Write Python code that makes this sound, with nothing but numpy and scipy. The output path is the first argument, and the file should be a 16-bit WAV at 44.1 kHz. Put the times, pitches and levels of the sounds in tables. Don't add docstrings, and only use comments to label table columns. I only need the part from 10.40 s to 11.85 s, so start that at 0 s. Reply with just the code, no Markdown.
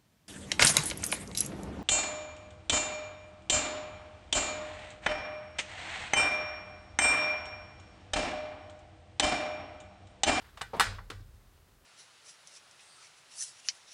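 import sys
import numpy as np
from scipy import signal
from scipy.fft import rfft, irfft
from scipy.io import wavfile
from scipy.ndimage import uniform_filter1d

SR = 44100
rng = np.random.default_rng(int(sys.argv[2]) if len(sys.argv) > 2 else 0)


def digitize_waveform(pressure):
    field = np.atleast_2d(pressure).T
    bounded = np.clip(field, -1, 1)
    quanta = np.round(bounded * 32767).astype(np.int16)
    wavfile.write(sys.argv[1], SR, quanta)


N = 63945
T = np.arange(N) / SR
EDGES = 25 * 2 ** (np.arange(39) / 4)
CENTRES = np.sqrt(EDGES[1:] * EDGES[:-1])

# (frequency [Hz], relative density [dB per Hz])
FLOOR_SPECTRUM = [(71, -35), (120, -3), (216, -1), (319, -3), (611, -6), (649, -8.5), (796, -9.5),
                  (1990, -14), (15500, -20.5)]
FLOOR_DB = -67

# (time [s], level [dB])
RUB_LEVEL = [(0, -60), (.09, -59), (.15, -67), (.19, -60.5), (.3, -64), (.65, -88), (.8, -74), (.95, -72.5),
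             (1.45, -73.5)]
# (frequency [Hz], relative density [dB per Hz])
RUB_SPECTRUM = [(100, -6.5), (400, -2), (1400, 3.5), (2400, -4), (4000, -5), (6000, -16), (16000, -23)]
RUB_FLICKER_DB = 2
# (time [s], level [dB])
RUMBLE_LEVEL = [(0, -59), (.3, -57.5), (.42, -55.5), (.6, -57), (.88, -54.5), (1.0, -59.5), (1.45, -65)]
# (frequency [Hz], relative density [dB per Hz])
RUMBLE_SPECTRUM = [(25, -14), (40, 3.5), (65, 5), (105, 0), (150, -11), (250, -22), (800, -66)]

# (time [s], level [dB])
BOOMS = [(0.457, -40), (0.726, -45.5)]
# (frequency [Hz], level relative to the boom [dB], T60 [s])
BOOM_MODES = [(38.2, 0, 1.2), (66.2, -7.5, 1.1), (97.3, 5.5, 0.57)]
BOOM_RISE_S = 0.017

# (time [s],
# level [dB], centre frequency [Hz])
RIM_TICKS = [(0.086, -59, 1360), (0.346, -49.5, 3750), (0.3635, -52, 8000), (0.465, -31, 1560),
             (.543, -48, 2860), (0.584, -39.5, 1240), (0.793, -57.5, 1140), (0.801, -53.5, 212),
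             (0.701, -43.5, 260), (0.7, -43.5, 3960), (0.174, -46.5, 760), (0.211, -42.5, 3060),
             (0.803, -63, 4470), (0.944, -67.5, 6000)]
TICK_RISE_S, TICK_T60_S = 0.003, 0.054

# (time [s], level [dB])
KNOCKS = [(.3333, -36.5), (.3438, -42)]
# (frequency [Hz], level relative to the knock [dB], T60 [s])
BENDING_MODES = [(191, -15, 0.6), (449, -10.5, 0.33), (513, -2.5, 0.037), (596, -3, 0.15), (770, 1.5, .12),
                 (928, 1.5, 0.11), (1085, -7, .09), (1231, -7.5, .1)]
# (frequency [Hz], relative density [dB per Hz])
KNOCK_WASH = [(100, -4), (200, 3), (300, -8.5), (480, 0), (1000, -3.5), (1500, -13), (4500, -24),
              (6000, -34), (16000, -47)]
WASH_DB, WASH_T60_S, KNOCK_RISE_S = -2.5, 0.65, 0.00061

# (time [s], level [dB], brightness cutoff [Hz], low body boost [dB],
# ring level [dB], rise time constant [s], crash length factor [1], room level [dB], crack level [dB])
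CONTACTS = [ (.1722, -40, 6480, -4, -16, 0.0026, 1.33, -16, -4),
            (.2110, -30, 5410, -6, -3, 0.0013, 0.6, -34, 2),
            (.2155, -32.5, 9070, 10, -5, 0.00045, 1.3, -17, 2),
            (.3971, -14.5, 11000, -4.5, -0.5, 0.000038, 0.85, -13.5, -34),
            (.4070, -18.5, 12000, 2, -7.5, 0.00058, 1.16, -12, 1.5),
            (.5848, -35.5, 1580, -16, -4, 0.0011, 1.1, -17, -11),
            (.7016, -40.5, 11200, 17, -17, 0.000068, 0.97, -11, -12),
            (.7042, -38, 6760, -12, -18, 0.000088, 1.1, -14, -16),
            (.7150, -48, 4930, 21.5, 1.5, 0.00097, 2.4, -22, 8)]
# (frequency [Hz], relative density [dB per Hz])
SHEET_SPECTRUM = [(100, -16), (180, -14.5), (290, -22.5), (450, -8.5), (630, -11), (800, -3), (1300, 4),
                  (2200, -3.5), (3600, -4.5), (6200, -15.5), (8200, -11), (11500, -19), (16000, -22)]
# (frequency [Hz], T60 [s])
SHEET_T60 = [(200, 0.075), (1200, 0.037), (4000, 0.041), (14000, 0.079)]
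# (frequency [Hz], relative level [dB], T60 before finger damping [s])
LID_MODES = [(761, -16, .15), (815, -14, .19), (941, -14, .14), (1010, -15, .12), (1090, -13, .13),
             (1180, -11, .1), (1260, -11, .08), (1356, -7, .14), (1449, -12, .19), (1527, -13, .26),
             (1707, -13, .2), (1893, -12, .2), (2008, -15, .18), (2388, -19, .23), (2920, -13, .14),
             (3651, -14, .17), (4144, -17, .17), (4493, -21, .18), (5190, -21, .22), (8017, -18, .14)]
RING_DAMPING, RING_BLUR_HZ = 0.79, 4.6
BODY_HZ = 580
CRACK_T60_S, CRACK_TILT_DB_PER_OCTAVE = 0.0084, 1.6
# (frequency [Hz], T60 [s])
ROOM_T60 = [(150, 1.16), (700, 0.38), (1300, 0.326), (3000, 0.3521), (5200, 0.33), (9000, 0.2564),
            (15000, 0.15)]
# (frequency [Hz], level [dB])
ROOM_COLOUR = [(150, -1), (800, -7), (1600, 2), (3000, -4), (5000, 4.5), (9000, 0.5), (15000, -3.5)]
ROOM_BUILD_S, BLOW_S = 0.02, 0.75
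CUTOFF_HZ = 15900


def from_db(db):
    return 10 ** (np.asarray(db) / 20)


def at_hz(points, hz=CENTRES):
    f, v = np.transpose(points)
    return np.interp(np.log(hz), np.log(f), v)[:, None]


def band_gains(spectrum):
    gains = from_db(at_hz(spectrum)) * np.sqrt(CENTRES)[:, None]
    return gains / np.sqrt(np.sum(gains ** 2))


def noise_bands(size):
    white = rfft(rng.standard_normal(size))
    hz = np.arange(size // 2 + 1) * SR / size
    bands = []
    for low, high in zip(EDGES, EDGES[1:]):
        bands.append(irfft(white * ((hz >= low) & (hz < high)), size))
    bands = np.array(bands)
    return bands / bands.std(axis=1, keepdims=True)


def hiss(spectrum):
    hz = np.maximum(np.arange(N // 2 + 1) * SR / N, 1)
    colour = from_db(at_hz(spectrum, hz)[:, 0]) * (hz > EDGES[0])
    noise = irfft(rfft(rng.standard_normal(N)) * colour, N)
    return noise / noise.std()


def decay(t, t60):
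    return np.exp(-np.log(1000) * np.minimum(t / t60, 10))


def onset(start_s, rise_s):
    t = np.maximum(T - start_s, 0)
    return t, 1 - np.exp(-t / max(rise_s, 1 / SR))


def softness(hz, bright_hz):
    return 1 / np.sqrt(1 + (hz / bright_hz) ** 6)


def ring(t, hz, t60):
    wander = np.cumsum(rng.standard_normal(len(t))) * np.sqrt(2 * np.pi * RING_BLUR_HZ / SR)
    wander = uniform_filter1d(wander, size=200)
    phase = 2 * np.pi * (hz * t + rng.random()) + wander
    return np.sin(phase) * decay(t, RING_DAMPING * t60)


def room_floor():
    return from_db(FLOOR_DB) * hiss(FLOOR_SPECTRUM)


def handling():
    grip = uniform_filter1d(rng.standard_normal(N), size=500)
    rub_db = np.interp(T, *np.transpose(RUB_LEVEL)) + RUB_FLICKER_DB * grip / grip.std()
    rub = from_db(rub_db) * hiss(RUB_SPECTRUM)
    rumble_db = np.interp(T, *np.transpose(RUMBLE_LEVEL))
    rumble = from_db(rumble_db) * hiss(RUMBLE_SPECTRUM)
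    return rub + rumble


def booms():
    out = np.zeros(N)
    for start_s, db in BOOMS:
        t, attack = onset(start_s, BOOM_RISE_S)
        for hz, mode_db, t60 in BOOM_MODES:
            out += from_db(db + mode_db) * attack * np.sin(2 * np.pi * hz * t) * decay(t, t60)
    return out


def rim_ticks():
    out = np.zeros(N)
    for start_s, db, hz in RIM_TICKS:
        t, attack = onset(start_s, TICK_RISE_S)
        octave = [hz / np.sqrt(2), hz * np.sqrt(2)]
        band = signal.butter(2, octave, "band", fs=SR, output="sos")
        grain = signal.sosfilt(band, rng.standard_normal(N))
        out += from_db(db) * grain / grain.std() * attack * decay(t, TICK_T60_S)
    return out


def knocks():
    out = np.zeros(N)
    for start_s, db in KNOCKS:
        t, attack = onset(start_s, KNOCK_RISE_S)
        rings = np.zeros(N)
        for hz, mode_db, t60 in BENDING_MODES:
            tone = np.sin(2 * np.pi * (hz * t + rng.random()))
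            rings += from_db(mode_db) * tone * decay(t, t60)
        wash = from_db(WASH_DB) * hiss(KNOCK_WASH) * decay(t, WASH_T60_S)
        out += from_db(db) * attack * (rings + wash)
    return out


def room_echo(t):
    build = 1 - np.exp(-t / ROOM_BUILD_S)
    return noise_bands(len(t)) * from_db(at_hz(ROOM_COLOUR)) * decay(t, at_hz(ROOM_T60)) * build


def lid():
    t = T[:int(BLOW_S * SR)]
    hz = CENTRES[:, None]
    out = np.zeros(N + len(t))
    room = room_echo(t)
    crack = from_db(CRACK_TILT_DB_PER_OCTAVE * np.log2(hz / 1000)) * decay(t, CRACK_T60_S)
    for start_s, db, bright_hz, body_db, ring_db, rise_s, length, room_db, crack_db in CONTACTS:
        body = from_db(body_db / (1 + (hz / BODY_HZ) ** 4))
        colour = band_gains(SHEET_SPECTRUM) * softness(hz, bright_hz) * body
        crash_decay = decay(t, length * at_hz(SHEET_T60))
        crash = noise_bands(len(t)) * (crash_decay + from_db(crack_db) * crack)
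        rings = np.zeros(len(t))
        for mode_hz, mode_db, t60 in LID_MODES:
            gain = from_db(ring_db + mode_db) * softness(mode_hz, bright_hz)
            rings += gain * ring(t, mode_hz, t60)
        noise = np.sum(colour * (crash + from_db(room_db) * room), axis=0)
        attack = 1 - np.exp(-t / rise_s)
        start = int(start_s * SR)
        out[start:start + len(t)] += from_db(db) * attack * (noise + rings)
    return out[:N]


def scene():
    mix = room_floor() + handling() + booms() + rim_ticks() + knocks() + lid()
    return mix[None]


def record(dry, top_db=-11):
    top = from_db(top_db)
    rounded = top * np.tanh(dry / top)
    low_pass = signal.ellip(10, .1, 70, CUTOFF_HZ, fs=SR, output="sos")
    return signal.sosfilt(low_pass, rounded)


dry = scene()
out = record(dry)
digitize_waveform(out)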